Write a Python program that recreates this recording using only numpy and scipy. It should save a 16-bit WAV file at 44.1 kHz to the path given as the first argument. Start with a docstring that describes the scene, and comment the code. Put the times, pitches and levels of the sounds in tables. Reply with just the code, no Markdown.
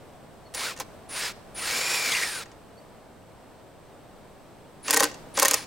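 """Impact driver at a gate

A cordless impact driver backs screws out of a hinge on a wooden gate, outdoors beside a house wall.
Free-running bursts come first: gear noise, fan and controller tones follow the motor, and a screw squeaks.
In two short bursts on a tight screw, steel hammer blows also ring the bit and make the post knock.
Echoes are decaying noise; a bird makes gliding tones, and a quiet suburb is filtered noise behind it all."""
import sys
import numpy as np
from scipy import signal
from scipy.fft import rfft, irfft
from scipy.io import wavfile
from scipy.ndimage import uniform_filter1d

SR = 44100
rng = np.random.default_rng(int(sys.argv[2]) if len(sys.argv) > 2 else 0)


def inscribe(sig):
    """Save sig as 16-bit PCM at rate SR to the path in sys.argv[1].

    A 1-D sig is mono; a 2-D sig holds one channel per row.
    Samples are clipped to [-1, 1] before scaling.
    """
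    pcm = np.round(np.clip(np.atleast_2d(sig).T, -1, 1) * 32767)
    wavfile.write(sys.argv[1], SR, pcm.astype(np.int16))


N = 249867
T = np.arange(N) / SR  # the clock, in seconds

# motor speed and loudness, one list for each stretch of running:
# (time [s], motor speed [turns/s], load level [dB])
PULLS = [
    [(.537, 10.04, 2), (.57, 80, 2.5), (.6, 135, 2.5), (.64, 215, 1.5), (.665, 254, 1), (.71, 205, -2.5),
     (.745, 79.8, -9)],
    [(.799, 170, 0), (.815, 115, 0), (.84, 40.03, -14)],
    [(1.088, 9.72, 1), (1.12, 70, -0.5), (1.16, 170, 1), (1.195, 250, 0), (1.23, 286, 0.5),
     (1.26, 276, 1.5), (1.3, 220, -4), (1.328, 50.38, -7)],
    [(1.545, 10.12, -3), (1.6, 145, 1.5), (1.64, 225, -2), (1.68, 297, 2.5), (1.72, 355, 0.5),
     (1.75, 375, 1), (1.8, 387, 0.5), (1.87, 391, -1), (1.95, 395, 1.5), (2., 390, -1), (2.05, 379, 0.5),
     (2.1, 361, 1), (2.15, 335.8, -1.5), (2.2, 317, 0.5), (2.3, 275.9, -3.5), (2.38, 238, -4.5),
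     (2.42, 206.04, -5.5), (2.44, 60.33, -2)],
    [(4.828, 5, -4), (4.88, 70, 4), (4.91, 120, 4), (4.96, 175, 0), (5.05, 170, 0), (5.11, 50, -6)],
    [(5.338, 9.88, -4), (5.38, 100, 6.5), (5.43, 180, 4), (5.56, 200, 1), (5.6, 130, -3.5), (5.65, 15, 0)],
]
# the controller's output; strongest under starting current, absent at full throttle and after release.
# One list for each stretch: (time [s], level [dB])
CHOPPING = [
    [(.537, -6), (.57, 4.5), (.63, 1), (.7, -9)],
    [(1.088, 0), (1.12, 2), (1.18, 6), (1.22, -6), (1.3, -9)],
    [(1.545, -3), (1.58, 3.5), (1.66, 4), (1.7, -5)],
    [(2.13, 0), (2.22, 2.5), (2.38, 3), (2.42, -14)],
    [(4.828, -3.5), (4.9, 2.5), (5.05, -2)],
    [(5.338, -1), (5.4, 1), (5.58, 0), (5.645, -15)],
]
# tones of the turning parts: (multiple of motor speed [x], level [dB], roughness [0-1])
GEAR_TONES = [(6, -16, 0.6), (6.27, -8.5, 0.58), (12, -17, 0.65), (18.4, -12.5, 0.9)]
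# tones of the cooling fan: (multiple of motor speed [x], level [dB], roughness [0-1])
FAN_TONES = [(14, -11.5, .25), (28, -18, .3)]
# the switching tone, split by the passing motor poles: (offset in motor speeds [x], level [dB])
SIDEBANDS = [(-8, -61), (-4, -42), (4, -46.5)]
SWITCH_HZ = 9975
# colour of the gearbox and housing: (frequency [Hz], level [dB])
HOUSING = [(100, -16), (250, -6.5), (500, 1.5), (750, -0.5), (1200, 2.5), (2300, 5.5), (3100, 0.5),
           (4900, 3), (6000, -1.5), (7300, 0), (9500, -4), (13000, -10.5), (16000, -11.5)]


def motor():
    """Speed drives the gear rattle, the whine and the fan; the controller sings while it chops the current."""
    speed, drive, strain, chopping = np.zeros((4, N))
    for pull in PULLS:
        s, hz, load_db = np.transpose(pull)
        curve = np.interp(T, s, hz)
        acceleration = uniform_filter1d(np.gradient(curve, T), SR // 30)
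        speed += (on_between(s) > 0) * curve
        strain += on_between(s) * np.tanh(acceleration / 1500)
        drive += on_between(s) * undb(np.interp(T, s, load_db))
    for stretch in CHOPPING:
        s, db = np.transpose(stretch)
        chopping += on_between(s) * undb(np.interp(T, s, db))
    # adding up the speed gives the turns so far; a tiny wander keeps it from being perfect
    turns = np.cumsum(speed * (1 + .0014 * walk(60.1))) / SR
    pace = speed / speed.max()  # 1 at top speed

    rattle = gear_rattle(turns, pace)
    # the mesh tone is damped while the motor gathers speed
    mesh_db = -27.5 - 3.6 * np.maximum(strain, 0)
    mesh = undb(mesh_db) * pace ** 1.2 * whine(turns, GEAR_TONES)
    fan = undb(-27) * pace ** 3.2 * whine(turns, FAN_TONES) * undb(1.6 * walk(39.9))
    gears_and_fan = undb(-28.5) * pace ** 0.78 * rattle + mesh + fan
    return drive * gears_and_fan + chopping * controller(turns)


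def gear_rattle(turns, pace):
    """Teeth slap once a mesh and ring the housing; faster means brighter."""
    mesh_multiple = GEAR_TONES[1][0]
    mesh_swing = -1 + 0.32 * np.cos(2 * np.pi * mesh_multiple * turns)
    slaps = rng.standard_normal(N) * mesh_swing * undb(0.99 * walk(120))
    rattle = unit(colour(slaps + undb(-13) * pace * clatter(turns), HOUSING))
    # pace - 1 is negative, so slow running loses treble
    return rattle + band(rattle, 5900, 16000) * .5 * (pace - 1)


def clatter(turns, count=36):
    """Worn teeth repeat uneven patterns on every turn; two patterns drift in and out at random."""
    out = 0
    for _ in range(2):
        # harmonics 1 to count of one turn, with random sizes and phases
        harmonics = rng.standard_normal(count) + 1j * rng.standard_normal(count)
        pattern = unit(irfft(np.r_[0, harmonics], 4096))
        place = (turns % 1 * len(pattern)).astype(int)
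        out = out + walk(20) * pattern[place]
    return out / np.sqrt(2)


def whine(turns, tones):
    """Tones locked to the shaft; unevenness roughens each one."""
    out = 0
    for multiple, db, rough in tones:
        wobble = (walk(260) + 1j * walk(260)) / np.sqrt(2)
        size = np.sqrt(1 - rough ** 2) + rough * wobble
        tone = np.real(size * np.exp(2j * np.pi * multiple * turns))
        out = out + np.sqrt(2) * undb(db) * tone
    return out


def controller(turns):
    """Chopping the current makes high tones around the switching rate, with a narrow hiss just below it."""
    tones = 0
    for offset, db in SIDEBANDS:
        phase = SWITCH_HZ * T + offset * turns
        tones = tones + undb(db + 1.5 * walk(90)) * np.sin(2 * np.pi * phase)
    hiss = undb(-52) * unit(band(rng.standard_normal(N), 8900, 9700))
    return tones + hiss


# hammer blows, the harder ones often led in by a few weaker taps; both levels are trimmed below: # (time [s],
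# blow level [dB], knock passed to the post [dB])
BLOWS = [(4.881, -18, -27), (4.8897, -26, -25.5), (4.8989, -17, -25), (4.9071, -2.5, -25.5),
         (4.9286, -12, -21), (4.9354, -8, -20.5), (4.9422, -5.5, -23), (4.962, -12, -22.5),
         (4.9672, -10, -19), (4.9725, -5, -26), (4.9934, -17, -24), (4.9977, -10, -27), (5.0042, -6, -18),
         (5.0245, -13, -18), (5.0325, -6.5, -21.5), (5.0402, -7.5, -25.5), (5.0519, -18, -27),
         (5.3709, -20, -47), (5.3744, -14.5, -19.5), (5.3885, -12, -24.5), (5.3966, -4, -24.5),
         (5.4184, -13, -23.5), (5.4226, -8.5, -22), (5.4281, -3, -18), (5.449, -7, -19.5),
         (5.455, -4.5, -20.5), (5.4821, -5, -30), (5.5106, -5.5, -27.5), (5.5344, -11.5, -20.5),
         (5.5411, -4.5, -29)]
# modes (ringing notes) of the long driver bit: (frequency [Hz], level [dB], time to fall 60 dB [s])
SHANK = [(4350, 0.5, 0.054), (4765, -2.5, 0.054), (5630, -3, .04), (5850, -2.5, 0.05), (6190, -5.5, 0.063),
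         (6935, -1, 0.051), (7700, -4, .04)]


def hammer():
    """The hammer hits the anvil and rebounds; harder blows are brighter up to a limit, and the bit rings on."""
    out = np.zeros(N)
    for s, db, _ in BLOWS:
        treble_db = min(1.5 * (db + 7.5), 4)
        add(out, s, undb(db - 2.5) * clank(t60=0.019, treble_db=treble_db))
    bit_ring = undb(-19) * ring(out, SHANK)
    post_knock = undb(6) * post([(s, db) for s, _, db in BLOWS])
    return out + bit_ring + post_knock


# colour of the steel hammer and anvil: (frequency [Hz], level [dB])
STEEL = [(100, -40), (400, -16.5), (1500, -3.5), (2600, -4.5), (3800, -3), (5200, 0), (6300, 3.5),
         (7500, 1.5), (10000, 0), (13000, -5), (16000, -9)]


def clank(t60, treble_db):
    """Steel on steel: a burst of filtered noise with a fast attack; its treble fades first."""
    t = T[:SR // 16]
    steel = colour(rng.standard_normal(len(t)), STEEL)
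    steel = unit(colour(steel, [(7500, 0), (11500, treble_db)]))
    duller = colour(steel, [(6000, 3.5), (13000, -11.5)])
    fresh = np.exp(-t / 0.0063)  # slides from the bright sound to the duller one
    attack = 1 - np.exp(-t / 0.00067)
    return (fresh * steel + (1 - fresh) * duller) * attack * fade(t, t60)


# modes of the gate post and hinge: (frequency [Hz], level [dB], time to fall 60 dB [s])
POST = [(297, -9.5, 0.17), (394, -3.5, 0.048), (464, -0.5, 0.071), (541, 0, 0.069), (644, -6, .04),
        (817, -4, 0.065), (946, -4, 0.047), (1046, 0, 0.059), (1192, -4, 0.027), (1545, -5, 0.066),
        (1863, 2, 0.038), (2184, -8, 0.044), (2720, -3, .025)]


def post(rows):
    """Each (time [s], level [dB]) jolt passes down the bit as a short judder and rings the gate post."""
    t, push = T[:SR // 16], np.zeros(N)
    for s, db in rows:
        add(push, s, undb(db) * rng.standard_normal(len(t)) * fade(t, .016))
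    # bending waves in timber: the lows arrive late
    hz, lag_at_500 = np.fft.rfftfreq(N, 1 / SR), .002  # lag in seconds at 500 Hz
    delay = np.exp(-4j * np.pi * lag_at_500 * np.sqrt(500 * hz))
    push = irfft(rfft(push) * delay, N)
    return ring(band(push, 220, 5500), POST)


# the bit knocking in the screw head; both levels are trimmed below:
# (time [s], knock level [dB], knock passed to the post [dB])
KNOCKS = [(0.539, -23.5, -45), (0.5465, -14.5, -37), (0.7632, -31, -41), (0.774, -28, -42),
          (0.7872, -27, -41), (0.7991, -15, -30.5), (2.4573, -39, -44), (2.5148, -39, -47),
          (5.1133, -31, -44), (5.1417, -29.5, -44)]


def bit():
    """The bit seats and slips in the screw head; light touches are duller."""
    out = np.zeros(N)
    for s, db, _ in KNOCKS:
        add(out, s, undb(db - 10) * clank(t60=0.038, treble_db=0.77 * (db + 19.5)))
    return out + undb(5.5) * post([(s, db) for s, _, db in KNOCKS])


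# the screw thread squeaking through the hinge; levels are trimmed below:
# (time [s], level [dB], pitch [Hz])
SQUEAKS = [(2.1177, -15.5, 3470), (2.1354, -18, 2170), (2.1488, -16, 2500), (2.1654, -20, 2160),
           (2.1804, -25, 1840), (2.2204, -17, 1770), (2.2297, -17.5, 2160)]


def screw():
    """The thread sticks and lets go in short, gritty squeaks made of narrow and wide bands of noise."""
    out, t = np.zeros(N), T[:SR // 12]
    shape = (1 - np.exp(-t / 0.0012)) * fade(t, 0.062)
    for s, db, hz in SQUEAKS:
        grit = rng.standard_normal(len(t))
        pitched = unit(band(grit, hz / 1.106, hz * 1.138))
        scrape = undb(-5) * unit(band(grit, 1700, 8100))
        add(out, s, undb(db - 4.5) * (pitched + scrape) * shape)
    return out


def yard(x, early_db, late_db, t60):
    """Quick reflections from the wall and the pickets, then a faint open-air tail, one set for each ear."""
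    t, out = T[:SR // 2], []
    for _ in range(2):
        early = band(rng.standard_normal(len(t)), 170, 15000) * fade(t, 0.045) * (t > .002)
        late = band(rng.standard_normal(len(t)), 200, 6200) * fade(t, t60) * (t > .018)
        early = undb(early_db) * early / np.linalg.norm(early)
        late = undb(late_db) * late / np.linalg.norm(late)
        out.append(x + signal.fftconvolve(x, early + late)[:N])
    return np.array(out)


# calls of a far bird: (middle of the call [s], start pitch [Hz], end pitch [Hz], peak level [dB])
CHIRPS = [(.47, 4480, 4220, -55.5), (2.785, 4340, 4700, -56)]


def bird():
    """Short, faint gliding calls, each a pure tone that swells and fades."""
    out, t = np.zeros(N), T[:SR // 20]
    for s, start_hz, end_hz, db in CHIRPS:
        phase = np.cumsum(np.linspace(start_hz, end_hz, len(t))) / SR
        add(out, s - t[-1] / 2, undb(db) * np.hanning(len(t)) * np.sin(2 * np.pi * phase))
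    return out


# colour of the outdoor background: (frequency [Hz], level [dB])
AIR = [(25, -6), (62, -4.5), (90, -4), (130, -1.5), (300, -4.5), (650, -3.5), (1000, -10), (2000, -19.5),
       (4000, -25.5), (7000, -32), (8400, -25.5), (9300, -34), (16000, -36.5)]
# background loudness, before a small lift and a slight wander: (time [s], level [dB])
AIR_LEVEL = [(0, -49.5), (.5, -49), (1., -48), (1.5, -48.5), (2.6, -50), (3.2, -51), (4.7, -50.5),
             (5.2, -47), (5.67, -49)]
# stereo width, as a change to the left-right difference: (frequency [Hz], level [dB])
AIR_SIDE = [(25, 0), (60, -13), (130, -4), (400, -8), (2000, -8.5), (16000, 1.5)]


def suburb():
    """Far traffic and a thin high hiss, both filtered noise, widest in the deep bass and the top treble."""
    mid, side = (unit(colour(rng.standard_normal(N), AIR)) for _ in range(2))
    side = colour(side, AIR_SIDE)
    db = np.interp(T, *np.transpose(AIR_LEVEL)) + .5 * walk(6)
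    return undb(db + 0.5) * np.array([mid + side, mid - side])


def undb(db):
    """Decibels to gain."""
    return 10 ** (np.asarray(db) / 20)


def unit(x):
    """Scale to an average (rms) size of 1."""
    return x / np.sqrt(np.mean(x ** 2))


def contour(points, hz):
    """Gain of a (frequency [Hz], level [dB]) curve at the given frequencies."""
    f, db = np.transpose(points)
    return undb(np.interp(np.log(hz + 1), np.log(f), db))


def colour(x, points):
    """Filter by a (frequency [Hz], level [dB]) curve."""
    return irfft(rfft(x) * contour(points, np.fft.rfftfreq(len(x), 1 / SR)), len(x))


def band(x, lo_hz, hi_hz):
    """Gentle band-pass: keep what lies between two frequencies."""
    return signal.sosfilt(signal.butter(2, [lo_hz, hi_hz], "band", fs=SR, output="sos"), x)


def walk(rate):
    """Smooth random wander with rms 1, heading for a new value `rate` times a second."""
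    k = int(SR / rate)
    steps = np.repeat(rng.standard_normal(N // k + 1), k)
    return unit(uniform_filter1d(steps, k)[:N])


def add(out, s, x):
    """Mix x into out at time s, in seconds."""
    i = int(s * SR)
    out[i:i + len(x)] += x[:N - i]


def fade(t, t60):
    """Exponential decay that falls 60 dB in t60 seconds."""
    return np.exp(-np.log(1000) * t / t60)


def on_between(s):
    """On from the first time to the last, with quick edges."""
    return np.clip(np.minimum(T - s[0], s[-1] - T) / 0.0034, 0, 1)


def ring(x, modes):
    """Pass x through a set of damped modes, each a decaying sine."""
    t = T[:SR // 4]
    response = 0
    for hz, db, t60 in modes:
        response = response + undb(db) * np.sin(2 * np.pi * (hz * t + rng.random())) * fade(t, t60)
    return signal.fftconvolve(x, response / np.linalg.norm(response))[:N]


def scene():
    """The driver at the gate, straight ahead, and the bird share the echoes; the suburb lies behind."""
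    sources = motor() + hammer() + bit() + screw() + bird()
    return yard(sources, early_db=-15, late_db=-24, t60=0.53) + suburb()


def record(dry):
    """The recorder cuts the top: a steep low-pass."""
    top_hz = 15900
    return signal.sosfilt(signal.ellip(10, .2, 70, top_hz, fs=SR, output="sos"), dry)


dry = scene()
out = record(dry)
inscribe(out)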